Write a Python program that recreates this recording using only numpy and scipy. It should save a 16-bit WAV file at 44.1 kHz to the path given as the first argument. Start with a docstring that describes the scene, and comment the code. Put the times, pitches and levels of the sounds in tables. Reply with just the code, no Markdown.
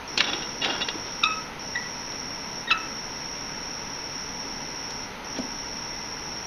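"""In a workshop, a hand spins the steel feed wheel of a machine vise while a fan runs behind it.
Filtered noise and faint sines make the fan; short sagging tones pulse as a high whine like a cricket's trill.
The screw's slack takes up with two clacks of damped noise, and the jaw scrapes along its ringing bed as
many tiny catches drive its resonances. Stick and slip in the dry screw squeaks three times, as harmonics
with a breaking pitch, and the jaw closes with a thud of low decaying sines. The whine stops now and then."""
import sys
import numpy as np
from scipy import signal
from scipy.fft import rfft
from scipy.io import wavfile
from scipy.ndimage import uniform_filter1d

SR = 44100
rng = np.random.default_rng(int(sys.argv[2]) if len(sys.argv) > 2 else 0)


def waveform_to_disk(signal):
    """Save audio, clipped to [-1, 1], as 16-bit WAV at the path in sys.argv[1]."""
    frames = np.transpose(np.atleast_2d(signal))
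    scaled = np.clip(frames, -1, 1) * 32767
    samples = np.round(scaled).astype(np.int16)
    wavfile.write(sys.argv[1], SR, samples)


N = 284886
TIME = np.arange(N) / SR

# Levels in the tables are relative: the functions still shape and mix them.
# Fan and workshop air. Each row: frequency in Hz, density in dB per Hz.
AIR_SPECTRUM = [(20, -4.5), (24, 6), (35, 0.5), (80, -4), (125, -2.5), (160, -1), (280, 3.5), (330, -3),
                (480, -1), (680, -5.5), (930, 1), (1120, -6), (1350, -3), (1700, -6.5), (2300, -7),
                (3300, -11.5), (4700, -17.5), (6300, -13.5), (7500, -61.5)]
# Steady tones of the fan motor. Each row: frequency in Hz, level in dB.
MOTOR_TONES = [(145.3, -55), (861.3, -55), (958.2, -52.5), (1981, -55.5), (2056, -57), (2132, -60.5),
               (2643, -59.5), (3962, -82), (4199, -62.5)]
# Microphone hiss. Each row: frequency in Hz, density in dB per Hz.
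HISS_SPECTRUM = [(3000, -1), (7000, -74), (8500, 7.5), (9500, 12), (11000, 9), (13000, 8), (15000, 2)]
# Stretches of the trill. Each row: start in seconds, stop in seconds.
TRILL_SPANS = [(.075, 1.414), (1.592, 2.61), (2.775, 5.04), (5.243, 6.46)]
# Course of one wing stroke. Each row: share of the stroke from 0 to 1, mean pitch in Hz, level in dB.
WING_STROKE = [(0, 5800, -24), (.13, 5740, -6), (.3, 5650, 1), (.47, 5590, -3.5), (.62, 5400, -5),
               (.8, 5175, -12), (1, 5040, -30)]
# The wheel shoves the jaw, which gathers speed and coasts to rest.
# Each row: start in seconds, rise in seconds, grinding level in dB, fade in dB per second.
JAW_SHOVES = [(.17, 0.13, -32, 60), (.605, .055, -27.5, 67), (1.045, 0.012, -43, 49),
              (5.352, 0.017, -34, 400)]
# The sliding jaw sticks and judders. Each row: start in seconds, length in seconds, ringing level in dB.
JAW_JUDDERS = [(0.172, 0.033, -22.5), (.237, .009, -23.5), (0.265, 0.034, -28.5), (.328, 0.012, -21),
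               (0.419, 0.0091, -28.5), (.613, 0.034, -25), (0.646, .017, -24), (0.696, 0.022, -27),
               (0.731, 0.022, -37), (0.807, 0.013, -20), (.883, 0.0081, -19.5)]
# Modes of the jaw and its bed. Each row: frequency in Hz, width in Hz, level in dB.
BED_MODES = [(1736, 57, -35), (1947, 34, -10), (2838, 30, 4.5), (3458, 40, 1.5), (3700, 65, -9),
             (3800, 26, 1.5), (4240, 130, -12), (5000, 23, -34)]
# Colour of the grinding. Each row: frequency in Hz, density in dB per Hz.
GRIND_SPECTRUM = [(100, -33), (220, -0.5), (350, 3.5), (600, -2), (850, 0.5), (1100, -6.5), (1400, 1),
                  (2200, -12), (3300, -3), (4300, -10), (5500, -10), (7000, -45), (12000, -64)]
# Steel knocking on steel.
# Each row: start in seconds, level in dB, 60 dB decay in seconds, centre of the colour in Hz.
STEEL_CLACKS = [(0.1763, -9.5, 0.019, 4080), (.1798, -19, .05, 3940), (.2045, -11.5, 0.031, 2920),
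                (0.2055, -9.5, 0.027, 3500), (.2109, -21, 0.041, 1700), (.6458, -18, 0.043, 3750),
                (2.121, -30.5, .014, 3500), (4.904, -35, 0.048, 5500), (5.386, -33, 0.024, 5500),
                (5.387, -30, 0.07, 640)]
# Colour of a clack. Each row: frequency as a multiple of the centre, density in dB per Hz.
CLACK_SPECTRUM = [(.04, -14), (.12, -16), (.35, -11.5), (.7, 1.5), (1, 1.5), (1.35, -4.5), (1.8, -17),
                  (2.6, -36), (4, -56)]
# Dull bumps of the jaw and the hand.
# Each row: start in seconds, level in dB, pitch in Hz, 60 dB decay in seconds.
DULL_THUDS = [(.332, -29, 343, .08), (0.955, -22.5, 324.5, 0.052), (5.3872, -20.5, 300, 0.049),
              (5.398, -19.5, 249, 0.078)]
# Squeaks of the screw. Each row: moment of the bite in seconds, bite level in dB, gripping pitch in Hz,
# sag in the bite in Hz, change per overtone in dB, lead-in in seconds, lead-in pitch in Hz,
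# lead-in level in dB, hold in seconds, hold level in dB, lingering level in dB.
SCREW_SQUEAKS = [(1.24, -15.5, 1293, 78, 4.5, .016, 1500, -39, .033, -24, -34),
                 (1.759, -26.5, 1968, 58, -9, .016, 2050, -40, 0.026, -32, -58),
                 (2.715, -24, 1317, 34, 4, .044, 1880, -29, 0.015, -19, -42)]
# How the screw radiates. Each row: frequency in Hz, gain in dB.
SCREW_RADIATION = [(1200, 2), (2600, 2), (3700, 3), (4200, -19.5), (5100, -17), (6500, -32), (10000, -62)]

AIR_DB = -38
ROOM_T60_S = 0.41
CUTOFF_HZ = 15050
JUDDER_ATTACK_S, JUDDER_RELEASE_S = 0.0041, 0.0042
JUDDER_GRIND_DB = -10  # grinding strength against ringing strength, before the jaw's own trims
# a tick as each judder breaks loose; its level is set against that judder's ringing strength
TICK_DELAY_S, TICK_DB, TICK_T60_S, TICK_HZ = 0.0015, -9, 0.036, 3260
BITE_S = 0.0037  # half-length of the hardest grip
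BREAK_AHEAD_S, BREAK_S = 0.00774, 0.0023  # the pitch breaks this long before the bite, and this fast
SQUEAK_ATTACK_S, SQUEAK_RELEASE_S = 0.0084, 0.0017
BRIGHTENING = 0.51  # dB per overtone for each dB of level
# roughness of the held tone, extra at the break, and half-length of that extra
RASP, BREAK_RASP, RASP_S = 0.056, 0.57, 0.013
LEAD_RASP, LINGER_RASP = 0.1, 0.33  # extra roughness before the thread grips, and as the grip loosens
LINGER_S, LINGER_RELEASE_S = 0.063, 0.01  # the screw sings on faintly after the hold, then dies away


def from_db(db):
    """Decibels to gain."""
    return 10 ** (np.asarray(db) / 20)


def rms_one(x):
    """Scale to unit power."""
    return x / np.sqrt(np.mean(x ** 2) + 1e-20)


def along(rows, where):
    """Each column of a table, read along its first one."""
    first, *columns = np.transpose(rows)
    return [np.interp(where, first, column) for column in columns]


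def gain_at(spectrum, hz):
    """Gain of a spectrum, joined on a log-frequency axis."""
    points, level_db = np.transpose(spectrum)
    return from_db(np.interp(np.log(hz + 1e-6), np.log(points), level_db))


def coloured(x, spectrum, unit_hz=1):
    """Give a signal a spectrum, at unit power."""
    hz = np.fft.rfftfreq(len(x), 1 / SR)
    shaped = rfft(x) * gain_at(spectrum, hz / unit_hz)
    return rms_one(np.fft.irfft(shaped, len(x)))


def lowpass(x, order, hz):
    """Roll off the treble."""
    return signal.sosfilt(signal.butter(order, hz, fs=SR, output="sos"), x)


def resonate(x, hz, width_hz):
    """One resonance with unit gain on top."""
    r = np.exp(-np.pi * width_hz / SR)
    feed = np.array([1, 0, -1]) * (1 - r * r) / 2
    return signal.lfilter(feed, [1, -2 * r * np.cos(2 * np.pi * hz / SR), r * r], x)


def envelope(t, attack_s, hold_s, release_s):
    """Rise from time zero, hold until hold_s, then die away."""
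    return np.clip(t / attack_s, 0, 1) * np.exp(-np.maximum(t - hold_s, 0) / release_s)


def add(out, s, sound):
    """Mix a sound in at a time in seconds."""
    part = out[max(round(s * SR), 0):][:len(sound)]
    part += sound[:len(part)]


def room(x, wet_db, dull_hz, fresh_s=0.025):
    """The direct sound plus the workshop's dense reflections, which lose their treble as they die."""
    t = TIME[:SR]
    bright = rng.standard_normal(SR)
    dull = lowpass(bright, 2, min(dull_hz, 0.45 * SR))
    fresh = np.exp(-t / fresh_s)
    decay = from_db(-60 * t / ROOM_T60_S) * (t > 0.004)  # a short gap before the reflections
    tail = (fresh * bright + (1 - fresh) * dull) * decay / np.linalg.norm(decay)
    return x + from_db(wet_db) * signal.fftconvolve(x, tail)[:N]


def fan(hum_db=-1.0, wander=0.012):
    """Rushing air and the motor's faint tones, whose phases wander slightly."""
    sound = from_db(AIR_DB) * coloured(rng.standard_normal(N), AIR_SPECTRUM)
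    for hz, db in MOTOR_TONES:
        drift = wander * np.cumsum(rng.standard_normal(N))
        sound += from_db(db + hum_db) * np.sqrt(2) * np.sin(2 * np.pi * hz * TIME + drift)
    return sound


def trill(stroke_s=0.01216, strokes_per_s=72.7, pitch_spread=0.0035, uneven_db=1.0,
          timing_s=0.0006, limp_db=0.9):
    """Every wing stroke is a short tone that sags as the wing slows; strong and weak strokes alternate."""
    out, t = np.zeros(N), TIME[:int(stroke_s * SR)]
    hz, level_db = along(WING_STROKE, t / stroke_s)
    for start, stop in TRILL_SPANS:
        times = np.arange(start, stop, 1 / strokes_per_s)
        chance = rng.standard_normal((len(times), 4))
        # timing errors partly carry over to the next stroke
        times = times + timing_s * signal.lfilter([1], [1, -0.8], chance[:, 0])
        for k, (s, (_, sharp, force, angle)) in enumerate(zip(times, chance)):
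            phase = 2 * np.pi * (np.cumsum(hz * (1 + pitch_spread * sharp)) / SR + angle)
            stroke_db = level_db + uneven_db * force + limp_db * (-1) ** k
            add(out, s, from_db(stroke_db) * np.sin(phase))
    return out


def sliding(shove_ring_db=-15):
    """Strength of the ringing and of the grinding: shoves mostly grind, judders mostly ring."""
    shoves, judders, t = np.zeros(N), np.zeros(N), TIME[:SR]
    for s, rise_s, db, fade_db_per_s in JAW_SHOVES:
        coast_db = db - fade_db_per_s * np.maximum(t - rise_s, 0)
        add(shoves, s, np.minimum(t / rise_s, 1) * from_db(coast_db))
    for s, length_s, db in JAW_JUDDERS:
        add(judders, s, from_db(db) * envelope(t, JUDDER_ATTACK_S, length_s, JUDDER_RELEASE_S))
    ringing = np.hypot(judders, from_db(shove_ring_db) * shoves)
    grinding = np.hypot(shoves, from_db(JUDDER_GRIND_DB) * judders)
    return ringing, grinding


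def jaw(catches_per_s=3500, size_spread_db=4.0, ring_db=-2.5, grind_db=-1.5, contact_hz=5200):
    """Tiny catches of the sliding jaw grind and keep the bed's modes ringing; oil softens the drive."""
    ringing, grinding = sliding()
    sizes = from_db(size_spread_db * rng.standard_normal(N)) * rng.choice([-1, 1], N)
    catches = rms_one(sizes * (rng.random(N) < catches_per_s / SR))
    drive = lowpass(catches * (ringing * from_db(ring_db) + 1e-18), 4, contact_hz)
    ring = sum(from_db(db) * resonate(drive, hz, width) for hz, width, db in BED_MODES)
    power = sum(from_db(db) ** 2 * np.pi * width / SR for hz, width, db in BED_MODES)
    grind = grinding * from_db(grind_db) * coloured(catches, GRIND_SPECTRUM)
    return ring / np.sqrt(power) + grind


def clacks(contact_s=0.00031):
    """Quickly damped, coloured noise stands for many steel modes building up over the contact time."""
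    out, t = np.zeros(N), TIME[:SR // 10]
    # every judder adds a light knock
    ticks = [(s + TICK_DELAY_S, db + TICK_DB, TICK_T60_S, TICK_HZ) for s, _, db in JAW_JUDDERS]
    for s, level_db, t60, centre_hz in [*STEEL_CLACKS, *ticks]:
        crack = coloured(rng.choice([-1., 1.], len(t)), CLACK_SPECTRUM, centre_hz)
        add(out, s, crack * from_db(level_db - 60 * t / t60) * (1 - np.exp(-t / contact_s)))
    return out


def thuds(rise_s=0.0013):
    """Soft blows set the heavy base swinging, as low sines that die away fast."""
    out, t = np.zeros(N), TIME[:SR // 4]
    for s, level_db, hz, t60 in DULL_THUDS:
        swing = np.sin(2 * np.pi * hz * t)
        add(out, s, swing * from_db(level_db - 60 * t / t60) * (1 - np.exp(-t / rise_s)))
    return out


def squeaks(waver=0.041, flutter=0.39, count=7):
    """Stick and slip in the dry thread: a thin lead-in breaks downward, bites, holds and lingers."""
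    out, order = np.zeros(N), np.arange(1, count + 1)[:, None]
    age = TIME[:SR // 5]
    for (s, bite_db, grip_hz, sag_hz, overtone_db, lead_s, lead_hz, lead_db,
         hold_s, hold_db, linger_db) in SCREW_SQUEAKS:
        t = age - lead_s  # zero at the bite
        gripped = (1 + np.tanh((t + BREAK_AHEAD_S) / BREAK_S / 2)) / 2
        bite = np.exp(-(t / BITE_S) ** 2)

        pressed = (1 - gripped) * from_db(lead_db) + gripped * from_db(hold_db) + bite * from_db(bite_db)
        pressed *= envelope(age, SQUEAK_ATTACK_S, lead_s + hold_s, SQUEAK_RELEASE_S)
        fading = envelope(age, SQUEAK_ATTACK_S, lead_s + hold_s + LINGER_S, LINGER_RELEASE_S)
        level = np.maximum(pressed, gripped * from_db(linger_db) * fading)

        # louder is brighter
        tilt_db = overtone_db + BRIGHTENING * 20 * np.log10(level / level.max() + 1e-6)

        # the slips turn most irregular at the break
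        rasp = RASP + LEAD_RASP * (1 - gripped) + LINGER_RASP * (t > hold_s)
        rasp += BREAK_RASP * np.exp(-((t + BREAK_AHEAD_S) / RASP_S) ** 2)
        smooth = uniform_filter1d(uniform_filter1d(rng.standard_normal((2, SR)), size=30), size=24)
        shake, stutter = rms_one(smooth)[:, :len(t)]

        hz = lead_hz + (grip_hz - lead_hz) * gripped - sag_hz * bite
        hz = hz * (1 + waver * rasp * shake)
        weights = gain_at(SCREW_RADIATION, order * hz) * from_db(tilt_db * (order - 1))
        harmonics = weights * np.sin(2 * np.pi * order * np.cumsum(hz) / SR)
        tone = harmonics.sum(0) / np.sqrt((weights ** 2).sum(0) / 2)
        unsteady = (1 + flutter * rasp * stutter) / np.hypot(1, flutter * rasp)
        add(out, s - lead_s, level * tone * unsteady)
    return out


def scene():
    """The vise is close, the trill far off in the room; one microphone feeds both channels."""
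    whine = from_db(-32.0) * room(trill(), wet_db=2.0, dull_hz=12200)
    vise = room(jaw() + clacks() + thuds(), wet_db=-7.5, dull_hz=3000)
    screw = room(squeaks(), wet_db=1.5, dull_hz=1700, fresh_s=0.02)
    hiss = from_db(-62.0) * coloured(rng.standard_normal(N), HISS_SPECTRUM)
    return np.tile(fan() + whine + vise + screw + hiss, (2, 1))


def record(dry, notch_hz=7750, notch_width_hz=1500):
    """The microphone has a hollow in the treble, a notch passed twice, and the top is cut."""
    hollow = signal.iirnotch(notch_hz, notch_hz / notch_width_hz, fs=SR)
    sound = signal.lfilter(*hollow, signal.lfilter(*hollow, dry))
    return signal.sosfilt(signal.ellip(10, 0.1, 70, CUTOFF_HZ, fs=SR, output="sos"), sound)


dry = scene()
out = record(dry)
waveform_to_disk(out)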